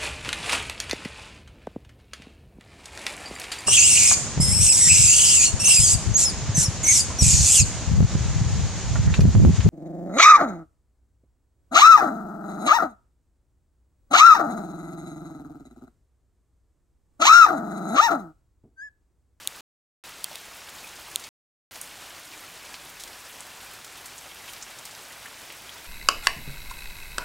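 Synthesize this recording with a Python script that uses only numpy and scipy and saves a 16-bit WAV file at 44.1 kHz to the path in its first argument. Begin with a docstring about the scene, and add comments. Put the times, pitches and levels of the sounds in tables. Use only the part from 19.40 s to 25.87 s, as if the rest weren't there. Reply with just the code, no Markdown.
"""A flooded yard in steady rain, heard by one small camera microphone.
Far drops merge into a wash of shaped noise; middle ones patter as random noise grains and clicks.
Bubbles ring as decaying sines, near drops splat as crackling noise bursts, and a few drops tick on
the camera casing as short damped modes. A faint drone and a swelling rumble lie underneath.
Twice the sound cuts out completely."""
import sys
import numpy as np
from scipy import signal
from scipy.fft import rfft, irfft
from scipy.io import wavfile
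from scipy.ndimage import uniform_filter1d

SR = 44100
rng = np.random.default_rng(int(sys.argv[2]) if len(sys.argv) > 2 else 0)


def dump(signal):
    """Clip the signal to [-1, 1] and save it as 16-bit WAV at the path in sys.argv[1]."""
    limited = np.clip(np.atleast_2d(signal).T, -1, 1)
    pcm = np.round(limited * 32767).astype(np.int16)
    wavfile.write(sys.argv[1], SR, pcm)


N = 285327  # samples

# low drone bands: (centre [Hz], level [dB], offset at half amplitude [Hz])
DRONE_BANDS = [(57, -71, 4.1), (173.2, -73.5, 4)]
# rumble swells: (top [s], level [dB], time from top to 1/e [s])
RUMBLE_SWELLS = [(0.078, -71, .15), (1.55, -66, 0.18), (3.62, -62.5, 0.1), (5.15, -72, .2)]
RUMBLE_FLOOR_DB = -74.5
# far-rain spectrum, shape only: (frequency [Hz], relative density [dB per Hz])
WASH_SPECTRUM = [(20, -9.5), (40, -17.5), (100, 4), (160, -7), (260, -1.5), (450, -2), (750, 1.5),
                 (1400, 0.1), (2500, 0.35), (4200, -2.5), (8000, -5.5), (12000, -10.5), (15000, -12.5),
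                 (16000, -17.5)]
WASH_DB = -45.5  # before the shower gain
# rain strength: (time [s], gain [dB])
SHOWER_GAIN = [(0, -0.7), (0.698, 0.53), (3.3, -0.04), (6.4, .5)]
# larger bubbles: (time [s], level before shower gain [dB], starting pitch [Hz], decay to 1/e [cycles])
LARGE_BUBBLES = [(1.442, -38.5, 2470, 31), (2.937, -37.5, 2310, 17), (4.915, -39, 3220, 14),
                 (5.093, -34.5, 3000, 13), (5.858, -35, 1730, 11), (6.102, -45, 2030, 10),
                 (6.293, -33, 3220, 13)]
# near splashes: (time [s], relative level [dB], band centre before tilt [Hz],
#   half of the centre-to-1/e width [octaves], impact t60 [s])
NEAR_SPLASHES = [ (.912, -42.5, 776, 0.35, .17), (.955, -34, 3350, .3, .03), (1.291, -40, 6800, 1.2, 0.085),
                 (1.839, -37, 4700, .7, 0.11), (2.357, -35.5, 3500, 1.2, .05),
                 (2.414, -24.5, 9300, 0.35, 0.014), (3.3421, -28, 3600, 0.47, 0.013),
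                 (3.598, -38.5, 6000, 0.68, 0.19), (3.610, -38, 5000, .55, .014),
                 (3.637, -30, 6540, 0.76, 0.022), (3.675, -40.5, 4200, 1.1, .08),
                 (4.0065, -31.5, 8250, 0.21, 0.019), (4.446, -37.5, 7000, 0.8, .06),
                 (4.657, -37.5, 7860, 0.45, 0.11), (4.780, -36.5, 7400, 0.27, 0.057),
                 (5.079, -39, 2500, 0.28, 0.078), (5.095, -43, 8500, 0.51, .11),
                 (5.134, -33.5, 8000, 1, .022), (5.224, -32.5, 6650, 0.24, 0.061),
                 (5.309, -44, 3000, .35, 0.072), (5.387, -39, 8500, .35, .06),
                 (5.453, -30, 6800, 0.64, .014), (5.457, -35, 6200, 0.56, .022),
                 (5.510, -40.5, 5600, 0.48, 0.074), (5.856, -40.5, 1800, 0.41, .09),
                 (6.102, -36, 2400, 0.46, .036), (6.2925, -37, 3200, 0.39, .018)]
# drops on the camera: (time [s], level added to each mode [dB], place struck [key of CASING_MODES])
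CASING_HITS = [(0.0743, -10.5, "lid"), (.8430, -17.5, "edge"), (0.9567, -25, "lid"), (1.7590, -9.5, "lid")]
# casing modes by place struck: (frequency [Hz], relative level [dB], t60 of the exponential factor [s])
CASING_MODES = {"lid": [(3460, -1, 0.0016), (4030, -4.5, 0.0015), (6720, -7.5, 0.0021), (9130, -1, 0.0014),
                (14000, -3.5, 0.00077)], "edge": [(3285, -8.5, 0.004), (4560, -3.5, 0.0035),
                (5760, -15, 0.005), (9500, 8.5, 0.00068), (14900, 1, 0.00089)]}
# dead silences: (start [s], end [s])
SILENT_SPANS = [(.2083, .6385), (1.8900, 2.3105)]
BAND_LIMIT_HZ = 15950


def gain_of(db):
    """Decibels to amplitude."""
    return 10 ** (np.asarray(db) / 20)


def evened(x):
    """Scales to rms 1."""
    return x / np.sqrt(np.mean(x ** 2) + 1e-20)


def read_spectrum(points, hz):
    """Joins spectrum points by straight lines on a log-frequency axis."""
    point_hz, value = np.transpose(points)
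    return np.interp(np.log(hz + 1), np.log(point_hz + 1), value)


def add(mix, time_s, sound):
    """Mixes a sound in at time_s, cut at the end of the mix."""
    part = mix[max(round(time_s * SR), 0):][:len(sound)]
    part += sound[:len(part)]


def t60_decay(t_s, t60_s):
    """Exponential fall of 60 dB in t60_s."""
    return np.exp(-np.log(1000) * t_s / t60_s)


def drone():
    """Narrow bands of noise waver as low hums."""
    hz = np.fft.rfftfreq(N, 1 / SR)
    out = np.zeros(N)
    for centre_hz, db, width_hz in DRONE_BANDS:
        resonance = 1 / (1 + ((hz - centre_hz) / width_hz) ** 2)
        hum = irfft(rfft(rng.standard_normal(N)) * resonance, N)
        out += gain_of(db) * evened(hum)
    return out


def rumble(low_hz=20, top_hz=66):
    """Deep band noise over a steady floor, with soft Gaussian swells."""
    t_s = np.arange(N) / SR
    band = signal.butter(3, [low_hz, top_hz], "band", fs=SR)
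    noise = signal.lfilter(*band, rng.standard_normal(N))
    swells = sum(gain_of(db) * np.exp(-((t_s - top_s) / half_s) ** 2)
                 for top_s, db, half_s in RUMBLE_SWELLS)
    return evened(noise) * np.hypot(gain_of(RUMBLE_FLOOR_DB), swells)


def wash(patchy_db=0.84, flicker_db=0.7):
    """Far drops merge into noise whose colour shifts in small time-frequency patches."""
    hz, _, z = signal.stft(rng.standard_normal(N), SR, nperseg=1024, noverlap=768)
    patches = uniform_filter1d(rng.standard_normal(z.shape), size=11, axis=0)
    patches = evened(uniform_filter1d(patches, size=5, axis=1))
    # level flicker common to all frequencies
    flicker = evened(uniform_filter1d(rng.standard_normal(z.shape[1]), size=8))
    colour_db = read_spectrum(WASH_SPECTRUM, hz)[:, None]
    z = z * gain_of(colour_db + patchy_db * patches + flicker_db * flicker)
    noise = signal.istft(z, nperseg=1024, noverlap=768)[1][:N]
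    return gain_of(WASH_DB) * evened(noise)


def fine_ticks(per_s=90, level_db=-60, spread_db=5.5, low_hz=2500):
    """Drops on bare wet stone: dry, sharp clicks with no spray, a few large and most small."""
    chance, rank = rng.random((2, N))
    clicks = (chance < per_s / SR) * gain_of(-spread_db * np.log(rank + 0.04))
    low_cut = signal.butter(2, low_hz, "high", fs=SR)
    return gain_of(level_db) * evened(signal.lfilter(*low_cut, clicks))


def bubble(hz, cycles, rise=0.035):
    """A pocket of trapped air rings and rises slightly in pitch as it nears the surface."""
    t_s = np.arange(SR // 20) / SR
    age = t_s * hz / cycles
    phase = 2 * np.pi * hz * t_s * (1 + rise * np.tanh(age / 2))
    return np.sin(phase) * np.exp(-age)


def bubbles(level_db=-51, spread_db=3, low_hz=1300, high_hz=4000, count=700):
    """Many tiny, short bubbles ring in the puddles, with a few larger plips."""
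    out = np.zeros(N)
    for when, pitch, rank, damping in rng.random((count, 4)):
        ring = bubble(low_hz * (high_hz / low_hz) ** pitch, cycles=3 + 10 * damping)
        add(out, when * N / SR, gain_of(level_db - spread_db * np.log(rank + 0.15)) * ring)
    for time_s, db, hz, cycles in LARGE_BUBBLES:
        add(out, time_s, gain_of(db) * bubble(hz, cycles))
    return out


def splash(size, centre_hz, octaves, t60_s, crackle_db=2.5, spray_db=-16, spray_t60_s=0.2):
    """A crackle of tiny droplets: the impact dies fast, then the thrown spray patters down."""
    hz, t_s = np.fft.rfftfreq(size, 1 / SR), np.arange(size) / SR
    hiss, clumps = rng.standard_normal((2, size))
    clumps = np.clip(evened(uniform_filter1d(clumps, size=6)), -2, 2)
    droplets = hiss * gain_of(crackle_db * clumps)
    offset_octaves = np.log2((hz + 1) / centre_hz)
    band = np.exp(-abs(offset_octaves / (2 * octaves)) ** 2.6)
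    band = band / np.sqrt(hz + 1) * (hz < BAND_LIMIT_HZ)  # tilt of -3 dB per octave
    fade = np.hypot(t60_decay(t_s, t60_s), gain_of(spray_db) * t60_decay(t_s, spray_t60_s))
    burst = irfft(rfft(droplets) * band) * fade
    return evened(burst) * np.sqrt(np.mean(fade ** 2))


def patter(per_s, level_db, low_hz, high_hz, octaves, t60_s, spread_db, count=40):
    """Middle-distance drops: many kinds of splash, each at random times with random size."""
    out = np.zeros(N)
    for centre_hz in np.geomspace(low_hz, high_hz, count):
        chance, rank = rng.random((2, N))
        grain = splash(size=4096, centre_hz=centre_hz, octaves=octaves, t60_s=t60_s)
        for i in np.flatnonzero(chance < per_s / count / SR):
            drop_gain = gain_of(-spread_db * np.log(rank[i] + 0.055))  # few large, most small
            add(out, i / SR, grain * drop_gain)
    return gain_of(level_db) * evened(out)


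def near_splashes(level_db=-1):
    """Single large drops splat on water and wet stone close by."""
    out = np.zeros(N)
    for time_s, db, centre_hz, octaves, t60_s in NEAR_SPLASHES:
        splat = splash(size=8192, centre_hz=centre_hz, octaves=octaves, t60_s=t60_s)
        add(out, time_s, gain_of(level_db + db) * splat)
    return out


def camera_ticks(low_cut_hz=2200):
    """A drop on the casing: its damped modes swell and die within a few milliseconds."""
    out, t_s = np.zeros(N), np.arange(SR // 20) / SR
    low_cut = signal.butter(2, low_cut_hz, "high", fs=SR)
    for time_s, db, place in CASING_HITS:
        for k, (hz, mode_db, t60_s) in enumerate(CASING_MODES[place]):
            age = np.log(1000) * t_s / t60_s
            swell = age * np.exp(1 - age)
            ring = (-1) ** k * swell * np.sin(2 * np.pi * hz * t_s)  # neighbours swing opposite ways
            add(out, time_s, gain_of(db + mode_db) * signal.lfilter(*low_cut, ring))
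    return out


def scene():
    """The shower gain drives the rain layers; close drops, drone and rumble keep their own levels."""
    plops = patter(per_s=220, level_db=-54.5, low_hz=790, high_hz=4200,
                   octaves=0.25, t60_s=0.013, spread_db=3.3)
    spatter = patter(per_s=190, level_db=-57, low_hz=4550, high_hz=14500,
                     octaves=0.21, t60_s=0.02, spread_db=4.0)
    splats = patter(per_s=16, level_db=-58.0, low_hz=2600, high_hz=13100,
                    octaves=0.32, t60_s=0.06, spread_db=2.2)
    shower = gain_of(np.interp(np.arange(N) / SR, *np.transpose(SHOWER_GAIN)))
    rain = (wash() + fine_ticks() + bubbles() + plops + spatter + splats) * shower
    mono = drone() + rumble() + rain + near_splashes() + camera_ticks()
    return np.array([mono, mono])


def record(dry):
    """Cuts the sound out twice, then limits the band with a linear-phase low-pass."""
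    t_s = np.arange(N) / SR
    live = np.all([(t_s < start_s) | (t_s > end_s) for start_s, end_s in SILENT_SPANS], axis=0)
    low_pass = signal.firwin(301, BAND_LIMIT_HZ, window=("kaiser", 8), fs=SR)
    return signal.oaconvolve(dry * live, low_pass[None], "same", axes=1)


dry = scene()
out = record(dry)
dump(out)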